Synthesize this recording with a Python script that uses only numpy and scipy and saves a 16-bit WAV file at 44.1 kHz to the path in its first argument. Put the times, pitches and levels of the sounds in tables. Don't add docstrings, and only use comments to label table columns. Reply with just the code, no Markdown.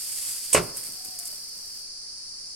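import sys
import numpy as np
from scipy import signal
from scipy.fft import rfft, irfft
from scipy.io import wavfile

SR = 44100
rng = np.random.default_rng(int(sys.argv[2]) if len(sys.argv) > 2 else 0)


def wrap_up_sound(samples):
    columns = np.atleast_2d(samples).T
    tamed = np.clip(columns, -1, 1)
    steps = np.round(tamed * 32767).astype(np.int16)
    wavfile.write(sys.argv[1], SR, steps)


N = 112454

# (frequency [Hz], relative level [dB])
LOW_INSECT_COLOUR = [(3600, -31.5), (4100, -17), (4500, -0.5), (4900, 0.5), (5300, -2.5), (5900, -6.5),
                     (6600, -24), (7600, -51.5)]
HIGH_INSECT_COLOUR = [(3500, -35.5), (6000, -6), (7200, -3), (8000, -7), (9100, 5), (10000, -4),
                      (11000, -10.5), (12000, -33), (15500, -27.5)]
AIR_COLOUR = [(20, 1), (35, -7), (60, -8), (150, -11), (400, -15), (800, -20), (1400, -20), (2300, -21),
              (3300, -22), (8000, -49)]
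LEAK_COLOUR = [(1000, -25), (2600, -18), (3800, -16), (6300, -9.5), (7500, -6), (8700, -2), (10000, -4),
               (12000, -8), (15500, -21)]
JET_COLOUR = [(120, -55), (200, -27), (500, -18.5), (805, -27), (1040, -14.5), (1340, -30.5), (2460, -18),
              (3300, -20.5), (3750, -22.5), (6380, -14.5), (8400, -3), (10100, -10), (16000, -34.5)]
PATTER_COLOUR = [(1500, -17), (4000, -18), (6300, -12.5), (7600, -8), (8800, 0), (10000, -4.5),
                 (11500, -5.5), (15500, -17)]
PUFF_COLOUR = [(20, -7), (45, -9), (85, 1), (170, 0.5), (260, -9), (370, -4.5), (700, -13.5), (1500, -40.5),
               (4000, -69.5)]
BLAST_COLOUR = [(100, -42.5), (260, -21.5), (365, -6), (600, -11.5), (800, -12.5), (1080, -7), (1400, -9),
                (1650, -11.5), (2350, -10), (2900, -11), (3210, -30), (3550, -21), (6310, -19.5),
                (6810, -22.5), (8110, -13), (13400, -31), (16000, -52.5)]
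SPLATTER_COLOUR = [(300, -21.5), (800, -1.5), (1800, -6.5), (3200, -3.5), (4500, -0.5), (7000, -3),
                   (16000, -27.5)]
# (time [s], level [dB])
LEAK_LEVELS = [(0, -35), (.14, -32), (.3, -30.5), (.4, -33.5), (.47, -35), (.53, -34), (.56, -66.5)]
# (time [s], level [dB])
PATTER_LEVELS = [(.6, -36.5), (.73, -44.5), (.775, -33.5), (.82, -39.5), (.865, -34), (.9, -39),
                 (1.02, -43), (1.055, -39), (1.12, -43.5), (1.24, -39.5), (1.275, -40), (1.33, -40),
                 (1.45, -47.5), (1.8, -46), (2, -85.5)]
# (time [s], tick peak [dB], splash level [dB])
BIG_DROPS = [(0.77, -19, -28.5), (0.923, -20, -38), (1.049, -19, -32), (1.188, -21, -37),
             (1.19, -14.5, -36.5), (1.1994, -19, -55), (1.256, -16, -37), (1.2596, -19, -38),
             (1.271, -25, -33.5), (1.2773, -18, -42), (1.2823, -23, -57), (1.308, -26, -43),
             (1.575, -38, -39.5), (1.6562, -35, -41)]
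# (delay [s], level [dB], low edge [Hz], high edge [Hz])
ECHOES = [(.019, -5.5, 850, 2700), (0.0304, -8.5, 200, 1000), (.057, -25, 200, 1500)]
# (frequency [Hz], level before muffling [dB], fade time [s])
POP_TONES = [(164.4, -39.5, 0.45), (361.4, -20.5, 0.17), (440, -19.5, 0.076), (530, -4.5, 0.018),
             (1055, -22, .05), (1372, -19, 0.05), (2323, -26.5, .06), (2800, -28, .06)]
# (time [s], hold [s], level [dB])
AIR_SURGES = [(0.5473, 0.0055, -15), (0.5594, 0.018, -24)]
# (time [s], frequency [Hz], level [dB])
THUDS = [(0.874, 225, -50), (1.029, 318.5, -55.5), (1.061, 215.3, -53.5)]
# (time [s], pitch [Hz], level [dB])
HOOT_CURVE = [(.9, 715, -90), (.98, 748, -63.5), (1.06, 762, -60), (1.17, 725, -62), (1.28, 690, -60),
              (1.33, 615, -61), (1.41, 580, -73)]
# (frequency [Hz], likeness [-1 opposite to 1 the same])
NEAR_LIKENESS = [(100, 1), (600, 0.4), (1400, 0.41), (2600, 1), (5000, 0.5), (8500, 0.14), (13000, 0.061)]
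FAR_LIKENESS = [(100, 0.64), (1000, 1), (4800, -0.069), (9000, -0.72)]
# (frequency [Hz], left minus right [dB])
NEAR_BALANCE = [(300, -1), (2500, -0.2), (6000, 0.5), (8500, -10.5), (10500, 7.5), (13000, 6.5)]
FAR_BALANCE = [(100, -0.5), (4800, -0.46), (9000, 1)]

RELEASE_S = .526
LEAK_DROPS_PER_S, PATTER_DROPS_PER_S = 9000, 3500


def from_db(db):
    return 10 ** (np.asarray(db) / 20)


def unit_level(x):
    return x / np.sqrt(np.mean(x ** 2) + 1e-20)


def seconds():
    return np.arange(N) / SR


def in_time(rows):
    times, *columns = np.transpose(rows)
    return [np.interp(seconds(), times, column) for column in columns]


def per_frequency(points):
    hz, value = np.transpose(points)
    return np.interp(np.log(np.arange(N // 2 + 1) * SR / N + 1), np.log(hz), value)


def lowpass(x, hz):
    return signal.sosfilt(signal.butter(2, min(hz, SR / 2 - 1), fs=SR, output="sos"), x)


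def bandpass(x, low_hz, high_hz):
    edges = np.sort(np.clip([low_hz, high_hz], 10, SR / 2 - 1))
    return signal.sosfilt(signal.butter(2, edges, "band", fs=SR, output="sos"), x + 1e-18)


def wobble(hz):
    return unit_level(lowpass(rng.standard_normal(N + SR), hz)[SR:])


def coloured(colour, near=True, source=None):
    shared, difference = rfft(rng.standard_normal((2, N)) if source is None else source)
    alike = np.clip(per_frequency(NEAR_LIKENESS if near else FAR_LIKENESS), -1, 1)
    sides = np.array([[1], [-1]])
    pan = from_db(sides * per_frequency(NEAR_BALANCE if near else FAR_BALANCE) / 2)
    stereo = np.sqrt(1 + alike) * shared + sides * np.sqrt(1 - alike) * difference
    return unit_level(irfft(from_db(per_frequency(colour)) * pan * stereo, N))


def envelope(start_s, rise_s, hold_s, fade_s):
    t = seconds() - start_s
    return np.clip(t / rise_s, 0, 1) ** 2 * from_db(-60 * np.maximum(t - rise_s - hold_s, 0) / fade_s)


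def droplets(per_s, spread_db=1.5):
    sizes = from_db(spread_db * np.minimum(rng.exponential(1, (2, N)), 5))
    signs = rng.choice([-1, 1], (2, N))
    return sizes * signs * (rng.random((2, N)) < per_s / SR)


def insects():
    return sum(from_db(db + 0.5 * wobble(hz=210)) * coloured(colour, near=False)
               for colour, db in ((LOW_INSECT_COLOUR, -40), (HIGH_INSECT_COLOUR, -44.5)))


def outdoor_air():
    return from_db(-60.5) * coloured(AIR_COLOUR, near=False)


def leak():
    db, = in_time(LEAK_LEVELS)
    loudness = from_db(db + 1.17 * wobble(hz=43))
    return loudness * coloured(LEAK_COLOUR, source=droplets(LEAK_DROPS_PER_S))


def water_jet():
    burst = envelope(RELEASE_S, rise_s=.0051, hold_s=.017, fade_s=.028)
    return from_db(-14 + 2 * wobble(hz=330)) * burst * coloured(JET_COLOUR)


def falling_water():
    db, = in_time(PATTER_LEVELS)
    loudness = from_db(db + 1.3 * wobble(hz=54)) * (seconds() > RELEASE_S)
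    shower = loudness * coloured(PATTER_COLOUR, source=droplets(PATTER_DROPS_PER_S))
    tick = bandpass(signal.unit_impulse(N), low_hz=7000, high_hz=11300)
    tick /= np.abs(tick).max()
    ticks = sum(from_db(tick_db) * np.roll(tick, int(s * SR)) for s, tick_db, _ in BIG_DROPS)
    splashes = sum(from_db(splash_db) * envelope(s, rise_s=.0013, hold_s=0, fade_s=.051)
                   for s, _, splash_db in BIG_DROPS)
    hiss = unit_level(bandpass(coloured(PATTER_COLOUR), low_hz=3700, high_hz=16400))
    return shower + ticks + splashes * hiss


def low_puff():
    swell = envelope(start_s=.538, rise_s=.016, hold_s=.051, fade_s=.22)
    return from_db(-31.5) * swell * coloured(PUFF_COLOUR)


def yard_echoes(sound):
    t = seconds()
    echoes = np.zeros((2, N))
    for delay_s, db, low_hz, high_hz in ECHOES:
        bounced = bandpass(sound, low_hz, high_hz)
        echoes += from_db(db) * np.array([np.interp(t - delay_s, t, side, left=0) for side in bounced])
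    even_noise = coloured([(20, 0), (20000, 0)])
    tail = even_noise * envelope(start_s=0, rise_s=.027, hold_s=0, fade_s=.53)
    tail = lowpass(unit_level(tail) / np.sqrt(N), hz=1900)
    return echoes + from_db(-12) * signal.fftconvolve(sound, tail, axes=1)[:, :N]


def launch_pop(start_s=.5464):
    t = seconds() - start_s
    tones = np.zeros(N)
    for hz, db, fade_s in POP_TONES:
        loudness = from_db(db) * envelope(start_s, rise_s=.0022, hold_s=0, fade_s=fade_s)
        tones += loudness * np.sin(2 * np.pi * hz * t)
    return lowpass(tones, hz=2500) * from_db([[-1], [1]])


def air_blast():
    flow = sum(from_db(db) * envelope(s, rise_s=.0015, hold_s=hold_s, fade_s=.059)
               for s, hold_s, db in AIR_SURGES)
    return flow * from_db(0.5 * wobble(hz=200)) * coloured(BLAST_COLOUR)


def splatter():
    burst = envelope(start_s=.5577, rise_s=.013, hold_s=.015, fade_s=.13)
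    return from_db(-29.5) * burst * coloured(SPLATTER_COLOUR, source=droplets(PATTER_DROPS_PER_S))


def water_thuds():
    thuds = np.zeros(N)
    for s, hz, db in THUDS:
        rumble = wobble(hz=86) * np.sin(2 * np.pi * hz * seconds())
        thuds += from_db(db) * envelope(s, rise_s=.0085, hold_s=.012, fade_s=.22) * rumble
    return thuds


def hoot():
    hz, db = in_time(HOOT_CURVE)
    sounding = (seconds() > HOOT_CURVE[0][0]) & (seconds() < HOOT_CURVE[-1][0])
    loudness = sounding * from_db(db + 3 * wobble(hz=31))
    pitch = hz * (1 + .015 * wobble(hz=60))
    return loudness * unit_level(np.sin(2 * np.pi * np.cumsum(pitch) / SR))


def scene():
    launch = water_jet() + air_blast() + launch_pop() + low_puff() + splatter()
    background = insects() + hoot() + outdoor_air()
    return leak() + launch + yard_echoes(launch) + falling_water() + water_thuds() + background


def record(dry, cutoff_hz=15900):
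    treble_cut = signal.ellip(10, .05, 60, cutoff_hz, fs=SR, output="sos")
    return signal.sosfiltfilt(treble_cut, np.tanh(dry))


dry = scene()
out = record(dry)
wrap_up_sound(out)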